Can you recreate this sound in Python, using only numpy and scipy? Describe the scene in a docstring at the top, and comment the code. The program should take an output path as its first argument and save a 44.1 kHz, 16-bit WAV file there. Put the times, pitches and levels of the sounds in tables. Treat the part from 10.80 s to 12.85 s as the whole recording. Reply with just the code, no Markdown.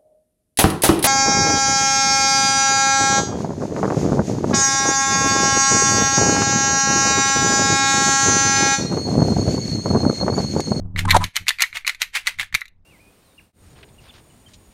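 """A small plastic dropper bottle of paint is shaken about eight strokes a second at a desk in a small room.
Its mixing ball makes the wall ring and crack as it taps, slams into the end and rebounds.
The paint churns round the ball as swelling bursts of tiny pops.
Early on something is set down and skids on the desk with rough squeaks, over a low shudder of wavering
tones and rumble that dies away and comes back softly as the hand comes to rest."""
import sys
import numpy as np
from scipy import signal
from scipy.fft import rfft, irfft
from scipy.io import wavfile
from scipy.ndimage import uniform_filter1d, minimum_filter1d

SR = 44100
rng = np.random.default_rng(int(sys.argv[2]) if len(sys.argv) > 2 else 0)


def int16_out(signal):
    """Quantize to a 16-bit WAV file."""
    q = np.round(np.clip(np.atleast_2d(signal).T, -1, 1) * 32767)
    wavfile.write(sys.argv[1], SR, q.astype(np.int16))


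N = 90404


def undb(db):
    """Turn decibels into a gain."""
    return 10 ** (np.asarray(db) / 20)


def unit(x):
    """Scale to an average (rms) level of 1."""
    return x / np.sqrt(np.mean(x ** 2))


def colour(x, points):
    """Filter through (frequency [Hz], level [dB]) points, keeping the power of white noise and no pre-echo."""
    size = 4096
    hz, db = np.array(points).T
    bin_hz = np.arange(size // 2 + 1) * SR / size
    gain = unit(undb(np.interp(np.log(bin_hz + 1), np.log(hz), db)))
    # Folding the cepstrum forward makes the filter answer as early as it can
    cepstrum = irfft(np.log(gain))
    cepstrum[1:size // 2] *= 2
    cepstrum[size // 2 + 1:] = 0
    response = irfft(np.exp(rfft(cepstrum)))
    return signal.fftconvolve(x, response)[:len(x)]


def walk(rate):
    """Make a smooth random wander with a spread near 1, drawing `rate` new values a second."""
    hold = max(int(SR / rate), 1)
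    steps = np.repeat(rng.standard_normal(N // hold + 1), hold)
    return unit(uniform_filter1d(steps, hold)[:N])


def add(out, at, sound):
    """Mix a sound in at a time in seconds."""
    i = max(int(at * SR), 0)
    out[i:i + len(sound)] += sound[:N - i]


def grains(rate):
    """Tiny clicks at random moments, about `rate` a second, with an rms of 1."""
    return unit((rng.random(N) < rate / SR) * rng.standard_normal(N))


def faint_floor():
    """A faint steady noise, strongest in the bass, lies under everything."""
    # Tone of the background noise: (frequency [Hz], level [dB])
    floor_tone = [(25, 0), (70, -16), (300, -33), (15000, -56)]
    level_db = -54
    return undb(level_db) * unit(colour(rng.standard_normal(N), floor_tone))


def shudder(t):
    """A wavering low buzz that pulses against a slow sway, with a little rumble riding on it."""
    # Strength of the shudder over time: (time [s], level [dB])
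    strength = [(0, -27.5), (.12, -35), (.16, -27), (.25, -21), (.38, -19.5), (.44, -24.5), (.48, -37.5),
                (.53, -85), (.62, -38), (.68, -61), (.88, -76), (.94, -53), (1.02, -71), (1.54, -61),
                (1.6, -43.5), (1.69, -69), (1.748, -35.5), (1.8, -78.5), (1.96, -61)]
    # Buzz partials from the lowest up: (level [dB])
    partials_db = [0, -7, -15.5, -23]
    # Tone of the rumble: (frequency [Hz], level [dB])
    rumble_tone = [(70, 0), (350, -22), (950, -29), (2500, -62)]
    buzz_hz, step_hz = 94.73, 77.4  # lowest partial, spacing of the partials
    sway_db, rumble_db = -0.5, -9  # relative to the strength of the shudder
    clock = t + np.cumsum(.04 * walk(45)) / SR  # uneven time makes the pitch waver
    buzz = 0
    for k, db in enumerate(partials_db):
        buzz = buzz + undb(db) * np.cos(2 * np.pi * (buzz_hz + k * step_hz) * clock)
    sway = undb(sway_db) * np.cos(2 * np.pi * (buzz_hz - step_hz) * clock)
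    rumble = undb(rumble_db) * colour(rng.standard_normal(N), rumble_tone)
    level_db = np.interp(t, *np.array(strength).T) + 2 * walk(90)
    return (buzz - sway + rumble) * undb(level_db)


def skids(t):
    """Short rough squeaks of an object that sticks and slips on the desk."""
    # Squeaks: (time of the crest [s], half length [s], pitch [Hz], level [dB])
    squeaks = [(0.255, 0.0022, 888, -18.5), (0.286, 0.0053, 1050, -18.5), (0.339, 0.007, 1030, -19.5),
               (0.352, 0.0045, 930, -4.5), (0.364, 0.0027, 900, -9), (0.367, 0.0031, 710, -6.5),
               (0.425, 0.011, 1020, -20.5)]
    # Tone of the scraping noise: (frequency [Hz], level [dB])
    rasp_tone = [(450, -24), (800, -10), (1300, 8), (2400, -7), (5000, -15.5), (9800, -10.5), (11800, -39)]
    pitch_wander, rough_db = 0.0579, 3.5  # spread as a share of the pitch, spread of the level
    rasp_db, slips_per_s = -11.5, 900
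    wander = np.cumsum(pitch_wander * walk(1000)) / SR
    tone, grip = 0, 0
    for at, half, hz, db in squeaks:
        swell = undb(db) * np.exp(-.5 * ((t - at) / half) ** 2)
        tone = tone + swell * np.sin(2 * np.pi * hz * (t + wander))
        grip = grip + swell
    rough_tone = tone * undb(rough_db * walk(700))
    rasp = undb(rasp_db) * colour(grip * grains(slips_per_s), rasp_tone)
    return rough_tone + rasp


def paint(t):
    """Dense tiny pops swell and fade as the paint reaches the end of the bottle."""
    # Paint thrown at each stroke: (time of the crest [s], level [dB])
    sloshes = [(0.193, -26), (0.31, -33), (0.445, -31.5), (0.569, -30.5), (0.69, -26.5), (0.821, -23.5),
               (0.963, -27.5), (1.084, -26), (1.223, -28.5), (1.362, -20), (1.481, -24), (1.61, -26.5),
               (1.755, -35.5)]
    # Tone of the pops: (frequency [Hz], level [dB])
    slosh_tone = [(400, -15.5), (1200, -7.5), (2100, 2.5), (5300, -12), (9000, -15), (15000, -27)]
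    rise_s, fall_s, pops_per_s = 0.016, 0.018, 2900
    flow = 0
    for at, db in sloshes:
        fading = np.where(t < at, ((at - t) / rise_s) ** 2, (t - at) / fall_s)
        flow = flow + undb(db) * np.exp(-fading)
    return colour(flow * grains(pops_per_s), slosh_tone)


def ring(t, hz, rise):
    """A heavily damped vibration that swells to 1 in `rise` seconds and dies."""
    return (t / rise * np.exp(1 - t / rise)) ** 2 * np.sin(2 * np.pi * hz * t)


def ball():
    """Each contact rings the damped wall; soft ones are rounder, hard ones chatter in a bright crack.

    Where the ball lands sets the pitch of the ring."""
    # Ball contacts: (time [s], level of the ring before shaping [dB],
    # level of the crack before shaping [dB], base pitch of the ring [Hz])
    contacts = [(0.1611, -14.5, -41.5, 2000), (.1905, -9, -20, 2067), (.288, -16.5, -34, 2030),
                (0.296, -10, -27, 2010), (.3058, 0, -9, 2074), (0.310, 4, -10.5, 2084),
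                (0.3215, -11, -25, 1930), (0.35, -18, -24, 1700), (0.365, -23.5, -15.5, 1520),
                (0.44, -14, -17, 2020), (0.557, -16, -22.5, 2130), (0.5646, -12, -13.5, 2110),
                (.573, -12, -41, 2125), (0.668, -18.5, -42, 2130), (0.6819, -6, -13, 2400),
                (0.6898, -21.5, -11, 2500), (.7054, -7.5, -26.5, 1980), (.786, -19.5, -40, 2300),
                (0.7958, -13.5, -41, 2080), (0.8055, -8, -21.5, 2190), (0.820, -11, -6.5, 1980),
                (0.8364, -7, -35.5, 2050), (.928, -22.5, -49, 2120), (0.97, -11, -26, 2130),
                (1.0476, -19.5, -50, 2170), (1.067, -17, -22, 2180), (1.0763, -5.5, -14, 2480),
                (1.0944, -7, -22.5, 2090), (1.147, -25, -38, 2080), (1.2172, -9, -12, 1930),
                (1.228, -13.5, -26.5, 2055), (1.3521, -13.5, -24.5, 2274), (1.370, -10, -28, 2270),
                (1.470, -10, -15, 2190), (1.474, -6.5, -25.5, 2205), (1.587, -19, -38, 2050),
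                (1.5963, -9, -24.5, 2100), (1.630, -19, -35, 1760), (1.7258, -24.5, -44, 1960),
                (1.7425, -9, -25.5, 2250), (1.7473, -11, -15, 2120), (1.7494, -3.5, -17, 2100),
                (1.8086, -35.5, -32.5, 2200), (1.8162, -16, -53, 2110), (1.855, -32, -48, 2200),
                (1.88, -52, -47.5, 2630)]
    # Ways the bottle wall vibrates: (multiple of the base pitch [ratio], level [dB])
    wall_modes = [(.65, -13.5), (1, -1), (1.24, -15), (1.89, -4)]
    # Tone of the hard crack: (frequency [Hz], level [dB])
    crack_tone = [(150, -6), (450, -25), (900, -10.5), (4000, 3.5), (5200, -7), (6700, -2), (8000, -8.5),
                  (14000, -12.5), (16000, -41)]
    wall_rise_s, pitch_scatter, level_scatter_db = 0.00056, 0.038, 2  # level scatter is per octave up
    # For each dB that the crack lies under the ring: loss [dB per octave], share of longer push
    soft_tilt_db, soft_stretch = 0.43, 0.038
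    crack_rise_s, crack_scatter = 0.0015, 0.07  # typical rise, its random spread
    t = np.arange(SR // 20) / SR
    wall, crack = np.zeros(N), np.zeros(N)
    ratio, mode_db = np.array(wall_modes).T[:, :, None]
    octaves_up = np.maximum(np.log2(ratio), 0)
    for at, ring_db, crack_db, hz in contacts:
        softness_db = max(ring_db - crack_db, 0)
        detune, uneven = rng.standard_normal((2, *ratio.shape))
        mode_hz = hz * ratio * (1 + pitch_scatter * detune)
        modes = ring(t, mode_hz, wall_rise_s * (1 + soft_stretch * softness_db))
        tilt_db = (level_scatter_db * uneven - soft_tilt_db * softness_db) * octaves_up
        add(wall, at, np.sum(undb(ring_db + mode_db + tilt_db) * modes, axis=0))
        age = t / (crack_rise_s * np.exp(crack_scatter * rng.standard_normal()))
        chatter = rng.choice([-1, 1], len(t))
        add(crack, at, undb(crack_db) * chatter * age * np.exp(1 - age))
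    return wall + colour(crack, crack_tone)


def room(x):
    """Quick reflections from the cluttered desk, then the room's short tail; both change as the bottle moves."""
    # Tone of the reflected sound: (frequency [Hz], level [dB])
    room_tone = [(150, -15.5), (700, -6), (2400, 1.5), (7000, -4.5), (11000, 0)]
    early_db, early_decay_s = -7, 0.0041
    tail_db, tail_t60_s = -16.5, 0.21  # t60 is the time to fade by 60 dB
    gap_s = 0.0028  # silence before the first reflection
    size = SR // 16  # samples between fresh echo patterns
    t = np.arange(SR // 3) / SR
    early_fade = np.exp(-t / early_decay_s)
    tail_fade = np.exp(-np.log(1000) * t / tail_t60_s)
    fades = np.array([early_fade, tail_fade]) * (t > gap_s)
    out = np.zeros(N)
    for i in range(0, N, size):
        early, tail = rng.standard_normal(fades.shape) * fades
        echo = (undb(early_db) * unit(early) + undb(tail_db) * unit(tail)) / np.sqrt(len(t))
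        add(out, i / SR, signal.fftconvolve(x[i:i + size], echo))
    return colour(out, room_tone)


def suppress(x):
    """Noise suppressor: narrow bands that sink under the threshold are faded out."""
    size, threshold_db = 256, -91  # samples per slice, level per band
    bands = signal.stft(x, nperseg=size)[2]
    power = uniform_filter1d(np.abs(bands) ** 2, size=3, axis=-2)  # average over neighbouring bands
    gain = power / (power + undb(threshold_db) ** 2)
    return signal.istft(bands * gain, nperseg=size)[1][:, :N]


def limit(x):
    """Fast peak limiter: turns the sound down smoothly round peaks above full scale."""
    size = SR // 500
    gain = minimum_filter1d(1 / np.maximum(np.abs(x), 1), size)
    return x * uniform_filter1d(gain, size)


def scene():
    """The bottle, too small to radiate bass, in the room; the desk noises; a faint floor."""
    t = np.arange(N) / SR
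    floor = faint_floor()
    low_shudder = shudder(t)
    desk = skids(t)
    bass_cut = signal.butter(2, 680, "high", fs=SR, output="sos")  # Hz
    bottle = signal.sosfilt(bass_cut, ball() + paint(t))
    return (bottle + desk + room(bottle + desk / 2) + low_shudder + floor)[None]


def record(dry):
    """The recorder suppresses faint noise, limits the peaks and cuts the top."""
    top_cut = signal.ellip(10, .2, 80, 15700, fs=SR, output="sos")  # steep, above 15700 Hz
    return signal.sosfilt(top_cut, limit(suppress(dry)))


dry = scene()
out = record(dry)
int16_out(out)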